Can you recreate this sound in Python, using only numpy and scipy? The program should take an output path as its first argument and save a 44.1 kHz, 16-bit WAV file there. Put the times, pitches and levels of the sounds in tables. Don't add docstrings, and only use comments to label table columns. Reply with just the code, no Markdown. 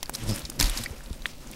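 import sys
import numpy as np
from scipy import signal
from scipy.fft import rfft, irfft
from scipy.io import wavfile
from scipy.ndimage import uniform_filter1d

SR = 44100
rng = np.random.default_rng(int(sys.argv[2]) if len(sys.argv) > 2 else 0)


def makeup_ratio(level_db):
    decades = np.asarray(level_db, float) / 20
    return 10 ** decades


def materialize(psi):
    bounded = np.clip(np.atleast_2d(psi).T, -1, 1)
    quanta = np.round(bounded * 32767).astype(np.int16)
    wavfile.write(sys.argv[1], SR, quanta)


N = 68355


def unit(x):
    return x / np.sqrt(np.mean(x ** 2))


def peak_unit(x):
    return x / np.abs(x).max()


def curve(rows):
    rows = np.array(rows)
    return makeup_ratio(np.interp(np.arange(N) / SR, rows[:, 0], rows[:, 1]))


def ring(x, hz, width):
    hz = min(hz, 0.45 * SR)
    return signal.lfilter(*signal.iirpeak(hz, max(hz / width, 0.3), fs=SR), x)


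def colour(x, points):
    points = np.array(points)
    freqs = np.maximum(np.fft.rfftfreq(8192, 1 / SR), 1)
    log_gain = np.interp(np.log(freqs), np.log(points[:, 0]), points[:, 1]) * np.log(10) / 20
    cepstrum = irfft(log_gain)
    cepstrum[1:4096] *= 2
    cepstrum[4097:] = 0
    response = irfft(np.exp(rfft(cepstrum)))
    return signal.fftconvolve(x, response)[:len(x)]


def walk(rate):
    k = int(SR / rate)
    steps = np.repeat(rng.standard_normal(N // k + 1), k)
    return unit(uniform_filter1d(uniform_filter1d(steps, k), k)[:N])


def add(out, s, x):
    i = max(int(s * SR), 0)
    out[i:i + len(x)] += x[:len(out) - i]


def crackle(size, rate, spread_db):
    clicks = rng.random(size) < rate / SR
    sizes = rng.standard_normal(size) * makeup_ratio(spread_db * rng.exponential(size=size))
    return unit(clicks * sizes)


# frequency in Hz, level in dB.
AIR = [(15, -4.5), (30, -3), (60, -12), (150, -26), (900, -33.5), (3000, -59), (10500, -58.5), (12000, -58),
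       (16000, -40.5)]


def air():
    return unit(colour(rng.standard_normal(N), AIR)) * makeup_ratio(-44 + 0.46 * walk(6.4))


# time in seconds, level in dB.
STIR = [(0, -51), (.12, -51.5), (.17, -45), (.25, -43.5), (.3, -39), (.4, -41.5), (.47, -48.5),
        (.587, -50.5), (.6, -26), (.66, -34), (.69, -38.5), (.79, -36.5), (.88, -46), (.96, -48.5),
        (1.2, -51.5), (1.28, -46.5), (1.37, -52.5), (1.55, -47)]
# frequency in Hz, level in dB.
LEAVES = [(290, -12.5), (500, -8), (1260, -4), (2500, -1.5), (4030, -1.5), (5240, 0), (7100, -1.5),
          (12900, -3), (16000, -15)]
GRAINS_PER_S, GRAIN_SPREAD_DB, RUSTLE_DB = 7000, 2.2, -1


def rustle():
    out = np.zeros(N)
    for hz in 700 * 2 ** np.arange(0, 4.6, 0.5):
        grains = ring(crackle(N, GRAINS_PER_S, GRAIN_SPREAD_DB), hz, hz / 2.36) / np.sqrt(hz)
        out += grains * makeup_ratio(2.5 * walk(40))
    return unit(colour(out, LEAVES)) * curve(STIR) * makeup_ratio(RUSTLE_DB + walk(200))


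# time in seconds, level in dB.
FUMBLE = [(0, -60), (.14, -52), (.3, -41), (.36, -47.5), (.4, -45.5), (.47, -54), (.56, -50.5),
          (.605, -42.5), (.66, -44), (.72, -52), (.78, -48.5), (.93, -50.5), (.97, -56), (1.28, -54.5),
          (1.34, -55.5), (1.45, -53), (1.52, -50), (1.55, -53)]
# frequency in Hz, width in Hz, level in dB.
CASE = [
    (148.4, 39, -0.5),
    (238.6, 66.7, 1),
    (298, 116, -4),
    (538, 123, -3.5),
    (702, 470, -12.5),
]


def fumble():
    grit = crackle(N, 2000, 1)
    modes = sum(makeup_ratio(db) * unit(ring(ring(grit, hz, width), hz, 1.31 * width)) for hz, width, db in CASE)
    return unit(modes) * curve(FUMBLE) * makeup_ratio(4.5)


# start in seconds, peak level in dB,
# ring frequency in Hz, broad crack level in dB, thick stem level in dB.
SNAPS = [(.0293, -13.5, 5020, 5.5, -1.5), (.0582, -33, 7500, -10, -10), (.0953, -14.5, 12800, 3.5, 6),
         (.3598, -18.5, 9000, 0, -20), (.3932, -22, 9000, 7, -20), (.4521, -28, 5500, -12, -20),
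         (.4556, -28, 3800, -16, -20), (.4985, -24, 5200, 6, -2), (.4998, -22, 8100, 3, -10),
         (.5995, -10, 4900, -6, -18), (.5998, -14, 7400, -8, -25), (.6092, -15, 4200, -4, -10),
         (.6105, -12, 6200, -2, -10), (.6127, -17, 2200, 0, -6), (.6272, -14, 5200, -6, -14),
         (.6968, -18, 3550, 1, -29), (.7726, -20, 5350, 7, -9), (1.2572, -30, 3000, -14, 0)]
# start in seconds, peak level in dB, ring frequency in Hz.
TICKS = [(.008, -43, 4760), (0.0782, -41, 5300), (0.206, -39, 4500), (0.266, -37, 3300), (.275, -37, 8500),
         (.377, -27, 4200), (.418, -31, 3800), (.3018, -24, 5500), (0.383, -25, 9500), (.433, -48, 8300),
         (.553, -58, 6040), (0.907, -37.5, 8360), (1.0065, -34, 1440), (1.0605, -34.5, 3700),
         (1.1004, -60, 2500), (1.13, -33, 3800), (1.2205, -30, 3870), (.8368, -25, 8000),
         (1.473, -35, 6800), (1.5137, -26, 8300), (1.531, -34.5, 3700), (1.536, -33, 2540)]
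TICK_BROAD_DB, TICK_STEM_DB = -8, -20
SNAP_Q, SNAP_RISE_S, SNAP_T60_S = 2.5, 0.0002, 0.013
CRACK_HZ, CRACK_WIDTH_HZ, STEM_HZ, STEM_WIDTH_HZ = 9000, 15000, 850, 820
LITTER_DB, LITTER_T60_S = -18, 0.025


def snaps():
    out, t = np.zeros(N), np.arange(4096) / SR
    ticks = [tuple(row) + (TICK_BROAD_DB, TICK_STEM_DB) for row in TICKS]
    for s, db, hz, broad_db, stem_db in list(SNAPS) + ticks:
        fall = makeup_ratio(-60 * t / SNAP_T60_S) + 3 * np.exp(-t / 0.0005)
        burst = rng.standard_normal(len(t)) * (1 - np.exp(-t / SNAP_RISE_S)) * fall
        pod = peak_unit(ring(ring(burst, hz, hz / SNAP_Q), hz, hz))
        broad = peak_unit(ring(burst, CRACK_HZ, CRACK_WIDTH_HZ))
        stem = peak_unit(ring(burst, STEM_HZ, STEM_WIDTH_HZ))
        crack = pod + makeup_ratio(broad_db) * broad + makeup_ratio(stem_db) * stem
        crumbs = unit(ring(ring(rng.standard_normal(len(t)), hz, hz), hz, hz))
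        litter = crumbs * makeup_ratio(LITTER_DB - 60 * t / LITTER_T60_S)
        add(out, s, makeup_ratio(db) * (peak_unit(crack) + litter))
    return out


# start in seconds, peak level in dB,
# frequency in Hz, 60 dB decay in seconds.
KNOCKS = [(.0293, -28, 330, .01), (.0953, -26, 380, .01), (.0955, -25, 1500, .008),
          (.0583, -27, 4600, .009), (.4518, -22, 4900, .006), (.4542, -23, 4300, .008),
          (.5186, -22, 1300, .002), (.8601, -20, 1950, .016), (.8601, -23, 4800, .009),
          (.8628, -26, 2250, .022), (.6105, -19, 1600, .012), (1.257, -9, 1850, .007),
          (1.2571, -14, 3400, .006), (1.2571, -20, 2700, .006), (1.2602, -26, 2300, .008),
          (1.2606, -29, 3800, .012)]


def knocks():
    out, t = np.zeros(N), np.arange(4096) / SR
    for s, db, hz, t60 in KNOCKS:
        rise = 1 - np.exp(-t / SNAP_RISE_S)
        add(out, s, -makeup_ratio(db - 60 * t / t60) * np.sin(2 * np.pi * hz * t) * rise)
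    return out


# start in seconds, length in seconds, level in dB,
# ring frequency in Hz.
SCRAPES = [(0.135, 0.028, -40, 8700), (.136, 0.018, -42, 4400), (.031, .016, -44, 2200),
           (0.156, 0.0075, -36, 9300), (0.147, 0.013, -35, 4300), (0.149, 0.014, -33.5, 4800),
           (0.289, 0.026, -36, 4440), (0.338, 0.059, -43, 9900), (0.593, 0.0074, -29, 5600),
           (0.6085, 0.006, -20, 4200), (.609, .03, -33, 2200), (0.609, 0.008, -27, 10500),
           (.6257, 0.0074, -23, 4700), (.627, .005, -27, 7600), (0.6413, 0.007, -25, 4300),
           (0.6562, 0.007, -26.5, 4100), (0.667, 0.0076, -32, 4350), (0.695, 0.012, -31.5, 9000),
           (0.774, 0.0067, -27.5, 4600), (.778, 0.023, -36.5, 7950), (0.808, 0.045, -43.5, 4570),
           (0.837, 0.012, -36, 8900), (.835, 0.012, -36.5, 4000), (1.035, 0.021, -51.5, 8300),
           (1.126, 0.099, -58, 8400), (1.257, 0.045, -51, 7760), (1.256, 0.02, -39, 3100),
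           (1.129, 0.0051, -45.5, 9000), (.236, 0.0075, -40, 8400), (0.284, 0.027, -42.5, 8800)]
SCRAPE_Q, SCRAPE_BROAD_DB, SCRAPE_GLIDE = 2.2, -3.5, 0.25


def scrapes():
    out = np.zeros(N)
    grit = unit(colour(crackle(N, 20000, 1), LEAVES))
    for s, length, db, hz in SCRAPES:
        i, t = int(s * SR), np.linspace(0, 1, int(length * SR))
        x = grit[i:i + len(t)]
        end_hz = hz * (1 + SCRAPE_GLIDE)
        low = unit(ring(ring(x, hz, hz / SCRAPE_Q), hz, hz / SCRAPE_Q))
        high = unit(ring(ring(x, end_hz, end_hz / SCRAPE_Q), end_hz, end_hz / SCRAPE_Q))
        swell = np.sin(np.pi * t ** 0.44) ** 1.8
        body = (1 - t) * low + t * high + makeup_ratio(SCRAPE_BROAD_DB) * unit(x)
        add(out, s, makeup_ratio(db) * swell * body)
    return out


# time in seconds, level in dB.
GRIP = [
    (.19, -50),
    (.225, -36),
    (.255, -39),
    (.28, -32),
    (.3, -25),
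    (.333, -29),
    (.342, -44),
    (.36, -55),
]
# frequency in Hz, width in Hz, level in dB.
RUB = [
    (111, 53, 14.5),
    (169, 11.4, 7),
    (188, 130, 3.5),
    (345, 800, -2.5),
]
SLIP_HZ, SLIP_JITTER = 103, 0.13


def rub():
    t = np.arange(N) / SR
    phase = np.cumsum(SLIP_HZ * (1 + SLIP_JITTER * walk(50))) / SR
    slips = np.diff(np.floor(phase), prepend=0) * makeup_ratio(walk(68))
    modes = sum(makeup_ratio(db) * unit(ring(ring(slips, hz, width), hz, hz)) for hz, width, db in RUB)
    touching = (t > GRIP[0][0]) & (t < GRIP[-1][0])
    return unit(modes) * curve(GRIP) * touching


# start in seconds, level in dB, frequency in Hz,
# rise in seconds, 60 dB decay in seconds.
BUMPS = [(0.206, -19.5, 35.5, 0.029, 0.17), (0.261, -18, 30.2, 0.024, 0.19),
         (.43, -26.5, 59.3, 0.0061, 0.11), (.49, -25.5, 298, 0.0038, 0.04), (.595, -21, 69.5, 0.0049, 0.17),
         (0.604, -21.5, 129.6, 0.0011, 0.068), (0.604, -26.5, 281, 0.00091, 0.16),
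         (0.6294, -17, 41.45, 0.0051, 0.47), (0.619, -23.5, 26.36, 0.01, 0.87),
         (0.762, -26, 296, 0.0034, 0.03), (0.798, -25, 106, 0.0063, 0.1), (0.903, -20.5, 71, 0.0044, 0.062),
         (0.926, -28, 437, 0.0042, 0.033), (0.991, -30, 34.3, 0.01, 0.12), (1.061, -33, 28.5, 0.0075, 0.45),
         (1.108, -22, 71, 0.00082, 0.088), (1.106, -22.5, 196, 0.00094, 0.022),
         (1.2, -29.5, 30, 0.0092, 0.19)]


def bumps():
    out, t = np.zeros(N), np.arange(N) / SR
    for s, db, hz, rise, t60 in BUMPS:
        swell = 1 - np.exp(-(t / rise) ** 2)
        add(out, s, -makeup_ratio(db - 60 * t / t60) * swell * np.sin(2 * np.pi * hz * t))
    return out


SQUEAK_HZ, SQUEAK_S, SQUEAK_LEN_S, SQUEAK_DB = 5200, 0.278, 0.086, -42


def squeak():
    u = np.clip((np.arange(N) / SR - SQUEAK_S) / SQUEAK_LEN_S, 0, 1)
    tone = unit(ring(rng.standard_normal(N), SQUEAK_HZ, 190))
    return tone * np.sin(np.pi * u) ** 0.17 * makeup_ratio(SQUEAK_DB)


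def scene():
    plants = snaps() + knocks() + scrapes() + rustle() + squeak()
    case = bumps() + rub() + fumble()
    return (plants + case + air())[None]


def top_cut(x):
    return signal.sosfilt(signal.butter(12, 16800, fs=SR, output="sos"), x)


def record(dry):
    low_pass = signal.ellip(12, 0.2, 70, 15750, fs=SR, output="sos")
    mix = signal.sosfilt(low_pass, dry)
    return top_cut(mix)


dry = scene()
out = record(dry)
materialize(out)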